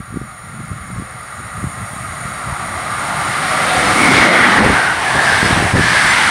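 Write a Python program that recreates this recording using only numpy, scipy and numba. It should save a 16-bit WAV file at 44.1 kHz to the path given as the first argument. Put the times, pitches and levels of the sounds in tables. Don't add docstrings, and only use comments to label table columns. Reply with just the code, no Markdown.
import sys
import numpy as np
from scipy import signal
from scipy.fft import rfft, irfft
from scipy.io import wavfile
from scipy.ndimage import uniform_filter1d, minimum_filter1d
from numba import njit

SR = 44100
rng = np.random.default_rng(int(sys.argv[2]) if len(sys.argv) > 2 else 0)


def wrap_up_sound(samples):
    columns = np.atleast_2d(samples).T
    tamed = np.clip(columns, -1, 1)
    steps = np.round(tamed * 32767).astype(np.int16)
    wavfile.write(sys.argv[1], SR, steps)


def field_ratio(decibels):
    return 10 ** (np.asarray(decibels, dtype=float) / 20)


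N = 277830
TIME = np.arange(N) / SR
FREQS = np.arange(N // 2 + 1) * SR / N
LOCO_S, LOCO_HALF_S = 4.463, .35


def curves(table):
    s, *columns = np.transpose(table)
    return [np.interp(TIME, s, column) for column in columns]


def unit(x):
    return x / np.sqrt(np.mean(x ** 2))


def rise(s, span_s):
    return 1 / (1 + np.exp(-(TIME - s) / span_s))


def bump(s, half_s):
    return 1 / (1 + ((TIME - s) / half_s) ** 4)


def walk(rate_hz):
    hold = int(SR / rate_hz)
    steps = np.repeat(rng.standard_normal(N // hold + 1), hold)
    return 1.3 * uniform_filter1d(uniform_filter1d(steps, hold), hold)[:N]


def colour(points):
    hz, db = np.transpose(points)
    return field_ratio(np.interp(np.log(FREQS + 1), np.log(hz), db, left=-90, right=-120))


def living(gain, shared_db, own_db, rate_hz):
    spectrum = rfft(rng.standard_normal(N)) * gain
    swell = walk(rate_hz / 2)
    place = 2 * np.log2((FREQS + 1) / 20)
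    out = 0
    for k in range(20):
        mask = np.cos(np.pi / 2 * np.clip(place - k, -1, 1)) ** 2
        level_db = shared_db * swell + own_db * walk(rate_hz)
        out = out + field_ratio(level_db) * irfft(spectrum * mask, N)
    return out


def band(x, low_hz, high_hz):
    return irfft(rfft(x) * ((FREQS > low_hz) & (FREQS < high_hz)), N)


@njit
def svf(x, hz, width):
    y, b, l = np.empty(len(x)), 0., 0.
    for i in range(len(x)):
        g, k = np.tan(np.pi * hz[i] / SR), width / hz[i]
        v = (b + g * (x[i] - l)) / (1 + g * (g + k))
        b, l, y[i] = 2 * v - b, l + 2 * g * v, k * v
    return y


def ring(hz, width_hz):
    centre_hz = hz + np.zeros(N)
    once = svf(rng.standard_normal(N), centre_hz, 1. * width_hz)
    return unit(svf(once, centre_hz, 1. * width_hz))


# pitch_hz, width_hz, level_db
MIC_HISS = (14500, 3000, -68)


def mic_hiss():
    hz, width_hz, db = MIC_HISS
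    return field_ratio(db) * ring(hz, width_hz)


# pitch_hz, level_db (per Hz)
WIND_COLOUR = [(25, -17.5), (60, -1), (112, 2.5), (184, -3), (289, -16.5), (413, -37), (700, -47.5),
               (1500, -80)]
# peak_s, half_length_s, level_db
GUSTS = [(0, 0.025, -32), (0.163, 0.065, -32), (.47, .04, -33), (0.593, 0.054, -32), (.72, 0.031, -34),
         (.85, .11, -31), (0.985, 0.05, -29.5), (1.198, 0.061, -39.5), (1.437, 0.062, -32),
         (1.57, 0.035, -37), (1.652, 0.032, -22.5), (1.803, 0.0355, -27.5), (2.067, .09, -31),
         (2.272, 0.064, -31), (2.509, 0.037, -31), (2.706, 0.046, -33), (3.868, 0.078, -26),
         (4.135, .07, -18.5), (4.47, .07, -30), (4.652, 0.046, -15.5), (5.165, .025, -23), (5.35, .07, -27),
         (5.455, .02, -22), (5.56, .05, -19), (5.65, 0.025, -19), (5.753, .018, -11), (5.811, 0.033, -19),
         (5.93, .035, -25), (6.08, .07, -29), (6.257, 0.024, -27)]


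def gusting_air():
    gusts = sum(field_ratio(db) * np.exp(-((TIME - s) / half_s) ** 2 / 2) for s, half_s, db in GUSTS)
    lull_db = -40.5 + 6.5 * rise(2.38, .15)
    level_db = 20 * np.log10(np.hypot(gusts, field_ratio(lull_db)))
    rasp_db = -11 - 0.31 * (level_db + 33)
    rasp_db += 14 * rise(3.6, 0.26)
    rasp_db += 12 * bump(LOCO_S, LOCO_HALF_S)
    rumble = unit(living(colour(WIND_COLOUR), 1.15, 2.4, 30))
    rasp = ring(380, 538)
    return field_ratio(level_db - 0.2) * rumble + field_ratio(level_db + rasp_db - 10.5 + 4.7 * walk(60)) * rasp


def burst(out, s, db, hz, snap_db):
    span = slice(max(int((s - .03) * SR), 0), int((s + .03) * SR))
    since = TIME[span] - s
    skew = rng.uniform(-1.6, 1)
    swing = np.cos(2 * np.pi * hz * since + .6 * skew) * np.exp(-(hz * since / .42) ** 2)
    snap = np.cos(2 * np.pi * 330 * since) * np.exp(-(since / .0013) ** 2)
    out[span] -= field_ratio(db - 3.5) * (swing + field_ratio(snap_db - 1.5) * snap)


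# burst_s, peak_db, pitch_hz
THUMPS = [(0.005, -12, 135), (0.106, -19, 126), (0.127, -15, 154), (0.143, -15, 216), (0.161, -10, 175),
          (0.172, -5.5, 214), (0.216, -15, 238), (0.544, -18, 144), (0.605, -15, 152),
          (0.717, -12.5, 132.4), (0.766, -23, 130), (0.903, -18, 134), (0.963, -19, 128), (0.987, -12, 124),
          (0.998, -11.5, 170), (1.023, -16, 213), (1.402, -22, 200), (1.578, -16, 117), (1.63, -17, 172),
          (1.641, -8, 200), (1.671, -18, 91), (1.935, -18, 142), (1.966, -15.5, 150), (2.124, -23, 110),
          (2.256, -13, 125), (2.476, -16.5, 118), (2.508, -13, 124), (2.526, -10, 114)]
# burst_s, peak_db, pitch_hz
BLOWS = [(3.78, -7, 129), (4.585, -2, 217), (4.607, 2, 180), (4.63, -3, 220), (4.645, -6, 256),
         (4.664, -1, 253), (4.702, -3, 193), (5.159, -11, 200), (5.43, -3.5, 208), (5.451, -8, 168),
         (5.46, -7.5, 143), (5.51, -4.5, 248), (5.529, -5, 146), (5.578, -4, 202), (5.626, -4, 290),
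         (5.641, -9, 108), (5.654, -5, 170), (5.74, 3.5, 120), (5.75, 1, 109), (5.762, -3.5, 176),
         (5.785, -10, 248), (5.796, -3, 248), (5.816, -7.5, 109), (5.847, -9, 145), (6.048, -13, 154)]


def eddies():
    out = np.zeros(N)
    gaps_s = np.diff([row[0] for row in THUMPS], prepend=0)
    for (s, db, hz), gap_s in zip(THUMPS, gaps_s):
        alone = gap_s > .04
        burst(out, s, db, hz, -13 + 5.5 * alone)
    for s, db, hz in BLOWS:
        burst(out, s, db, hz, -7)
    return out


def wind():
    low_cut = signal.butter(2, 45, "high", fs=SR, output="sos")
    return signal.sosfilt(low_cut, gusting_air() + eddies())


# start_s, end_s, low_hz, high_hz, level_db
BUFFETS = [(4.585, 4.75, 54, 550, -13), (5.42, 5.69, 80, 970, -22), (5.73, 5.85, 53, 1000, -23),
           (5.14, 5.19, 66, 920, -20)]


def slipstream():
    out = 0
    for start_s, end_s, low_hz, high_hz, db in BUFFETS:
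        gate = np.clip(np.minimum(TIME - start_s, end_s - TIME) / .008, 0, 1)
        fade_db = 8.0 * np.clip((TIME - start_s) / (end_s - start_s), 0, 1) ** 2
        slope = (FREQS > low_hz) / (1 + (FREQS / 140) ** 0.47) / (1 + (FREQS / high_hz) ** 4)
        noise = unit(irfft(rfft(rng.standard_normal(N)) * slope, N))
        out = out + field_ratio(db + 2.0 * walk(50) - fade_db) * gate * noise
    return out


# nearest_s, half_length_s, pitch_hz, width_hz, level_db
ARC = (4.1, .14, 15100, 2600, -49)
# nearest_s, half_length_s, pitch_hz, width_hz, level_db
GAP_HISS = (5.41, .07, 14200, 6000, -51)


def passing_hisses():
    out = 0
    for s, half_s, hz, width_hz, db in (ARC, GAP_HISS):
        out = out + field_ratio(db) * ring(hz, width_hz) * bump(s, half_s)
    return out


# time_s, level_db
RAILS = [(0, -36.5), (.5, -35.5), (1.1, -34), (1.5, -31.5), (2.2, -28.5), (2.7, -26), (3.4, -21),
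         (4.0, -19.5), (4.25, -15), (4.5, -17), (4.75, -21.5), (5.15, -34.5), (5.6, -38), (6.3, -27)]
# pitch_hz, width_hz, level_db
RAIL_MODES = [(737, 80, -8), (620, 164, -12), (873, 250, -17), (1074, 22, -1), (1168, 48, 1), (1245, 75, 1),
              (1383, 128, -1.5), (1611.5, 290, -10), (1912, 220, -7.5), (2122, 271, -10), (2590, 260, -22),
              (3530, 1500, -26.5), (3970, 570, -25.5), (4630, 310, -25.5), (5570, 330, -25.5)]
# pitch_hz, level_db (per Hz)
RAIL_TREBLE = [(5000, -26), (5900, -32), (6200, -41), (6620, -12.5), (7300, -15), (7680, -37.5),
               (8150, -23), (8480, -8), (9300, -10.5), (9550, -4), (9850, -14), (11500, -23), (13700, -35),
               (15800, -35)]
# pitch_hz, width_hz, level_db (share)
RAIL_WHISTLE = (9545, 125, -6.5)


def rail_song():
    out = 0
    for hz, width_hz, db in RAIL_MODES:
        waver = np.clip(1 + .006 * walk(4), .9, 1.1)
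        out = out + field_ratio(db + 0.67 * walk(4.95)) * np.sqrt(width_hz) * ring(hz * waver, width_hz)
    return unit(out)


def rail_sizzle():
    far = 1 - rise(1.0, .3)
    sizzle = unit(living(colour(RAIL_TREBLE), 0.48, 0.71, 14))
    sizzle -= .75 * rise(4.15, .1) * band(sizzle, 6300, 7700)
    sizzle -= 0.36 * far * band(sizzle, 8200, 9000)
    hz, width_hz, db = RAIL_WHISTLE
    whistle_db = db + 3.5 * far - 5 * rise(4.2, .05) + .8 * walk(6)
    return sizzle + field_ratio(whistle_db) * ring(hz * (1 + .002 * walk(5)), width_hz)


def rails():
    level_db, = curves(RAILS)
    treble_db = -6 - 5 * rise(3, 0.41)
    return field_ratio(level_db) * (field_ratio(1.0) * rail_song() + field_ratio(treble_db - 1.5) * rail_sizzle())


# time_s, level_db
ROAR = [(0, -52.5), (.7, -44.5), (1.5, -43), (2.8, -34), (3.7, -26), (4.03, -24), (4.14, -17),
        (4.33, -21.5), (4.6, -22.5), (4.72, -25), (4.96, -31), (5.25, -25), (5.51, -24), (5.65, -28),
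        (5.76, -28.5), (5.88, -23.5), (6.11, -22), (6.3, -24)]
# pitch_hz, level_db (per Hz)
ROAR_COLOUR = [(40, -39), (120, -8.5), (250, -7.5), (450, -11.5), (710, -2.5), (1230, -5), (2120, -4),
               (2460, -10.5), (4110, -15.5), (6530, -23.5), (7300, -24.5), (9400, -17.5), (11800, -39.5),
               (15800, -45.5)]


def roar():
    level_db, = curves(ROAR)
    over_db = level_db + 25
    loco = bump(LOCO_S, LOCO_HALF_S)
    rumble_db = np.minimum(0.5 - .7 * over_db, 7)
    rumble_db += 6 * loco
    hiss_db = np.minimum(-17.5 - .4 * over_db, -9.5)
    hiss_db -= 5.5 * loco
    hiss_db += 4.5 * bump(4.04, .13)
    hiss_db -= 9 * (1 - rise(1.1, 0.29))

    gain = colour(ROAR_COLOUR)
    low = 1 / (1 + (FREQS / 1300) ** 4)
    top = 1 / (1 + (7000 / (FREQS + 1)) ** 8)
    rumble = unit(living(gain * np.sqrt(low), 0.136, 2.1, 7))
    rumble = rumble - 0.28 * rise(4.64, .03) * band(rumble, 480, 720)
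    middle = unit(living(gain * np.sqrt(np.clip(1 - low - top, 0, 1)), 0.13, 0.8, 14))
    hiss = unit(living(gain * np.sqrt(top), 0.47, 0.46, 20))
    near_db = -9.0 * (1 - rise(3.2, 0.28))
    mix = field_ratio(8.5) * middle + field_ratio(rumble_db + 5.5) * rumble + field_ratio(hiss_db + 14.0) * hiss
    return field_ratio(level_db + near_db) * mix


# nearest_s, half_length_s, coming_hz, leaving_hz,
# level_db
WHEELS = [(4.19, 0.18, 2220, 2170, -13), (4.4, 0.24, 2190, 1760, -11), (4.33, 0.23, 1410, 1500, -17),
          (3.51, 0.67, 142, 160, -32.5), (4.17, 0.17, 260, 232, -14.5), (4.83, 0.12, 1560, 1500, -17.5),
          (5.29, 0.2, 1720, 1600, -16.5), (5.94, 0.27, 1750, 1570, -16.5), (6.17, 0.14, 2100, 1910, -20),
          (6.26, 0.099, 1470, 1390, -17.5), (4.308, 0.093, 735, 590, -14.5), (4.51, 0.141, 1680, 1000, -16),
          (4.41, 0.17, 254, 256, -17.5), (5.25, 0.16, 1710, 1780, -23), (5.22, 0.15, 1070, 940, -23.5),
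          (4.42, 0.15, 3500, 2950, -24.5), (3.88, 0.29, 540, 500, -27.5), (5.55, 0.12, 850, 480, -24.5),
          (4.85, 0.13, 1930, 1900, -27)]
# nearest_s, half_length_s, coming_hz, leaving_hz, width_hz, level_db
GEARS = (4, 0.47, 750, 721, 48, -24)


def wheels():
    ringers = [GEARS]
    for s, half_s, coming_hz, leaving_hz, db in WHEELS:
        width_hz = 165 + 0.63 * abs(coming_hz - leaving_hz)
        ringers.append((s, half_s, coming_hz, leaving_hz, width_hz, db))
    out = 0
    for s, half_s, coming_hz, leaving_hz, width_hz, db in ringers:
        coming = (1 - np.tanh((TIME - s) / half_s)) / 2
        hz = leaving_hz + (coming_hz - leaving_hz) * coming
        out = out + field_ratio(db + 1.3 * walk(20)) * ring(hz, width_hz) * bump(s, half_s)
    return out


def scene():
    air = mic_hiss() + wind() + slipstream()
    train = passing_hisses() + rails() + roar() + wheels()
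    return np.tile(air + train, (2, 1))


# centre_s, half_length_s, level_db
DUCKS = [(4.31, .025, -2.5), (4.62, .02, -3.5), (5.742, .012, -4)]


def gain_control(x):
    return x * field_ratio(sum(db * bump(s, half_s) for s, half_s, db in DUCKS))


@njit
def follow(x, release):
    e, y = 0., np.empty(len(x))
    for i in range(len(x)):
        e = max(x[i], e + (x[i] - e) * release)
        y[i] = e
    return y


def limiter(x):
    ahead = -minimum_filter1d(-np.abs(x), size=441)
    peak = follow(ahead, 1 / (.06 * SR))
    gain = np.minimum(1, field_ratio(0.5) / (peak + 1e-9)) ** 0.78
    return np.clip(x * uniform_filter1d(gain, size=221), -.97, .97)


# centre_s, low_hz, high_hz
STEREO_FLECKS = [(2.806, 6890, 8270), (2.806, 11110, 12320), (2.807, 4220, 5170), (2.875, 11800, 13700),
                 (3.363, 8870, 10340), (3.503, 4680, 5680), (3.504, 11020, 12400), (3.505, 8960, 10340),
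                 (3.785, 15000, 15760), (3.877, 4620, 6230), (4.315, 12490, 14380), (4.316, 4130, 5250),
                 (4.316, 6290, 7450), (4.317, 10340, 11630), (4.784, 11710, 13010), (5.081, 11900, 13700),
                 (5.083, 6890, 8960), (5.246, 13870, 15760), (5.456, 8270, 9730), (5.457, 4100, 5680),
                 (6.106, 7580, 9040), (6.107, 5680, 6890)]


def stereo_flecks(x):
    side = np.zeros(N)
    for s, low_hz, high_hz in STEREO_FLECKS:
        window = np.cos(np.pi / 2 * np.clip(np.abs(TIME - s) / .01 - .7, 0, 1)) ** 2
        level = np.sqrt(uniform_filter1d(band(x, low_hz, high_hz) ** 2, size=2048) + 1e-18)
        side += window * level * unit(band(rng.standard_normal(N), low_hz, high_hz))
    return field_ratio(-2.5) * side


def roll_off(x):
    return signal.sosfilt(signal.butter(12, 17060, fs=SR, output="sos"), x)


def record(dry):
    x = limiter(gain_control(dry[0]))
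    band_edge = signal.ellip(16, .2, 90, 15730, fs=SR, output="sos")
    x = signal.sosfilt(band_edge, x)
    side = stereo_flecks(x)
    return roll_off(np.array([x + side, x - side]))


dry = scene()
out = record(dry)
wrap_up_sound(out)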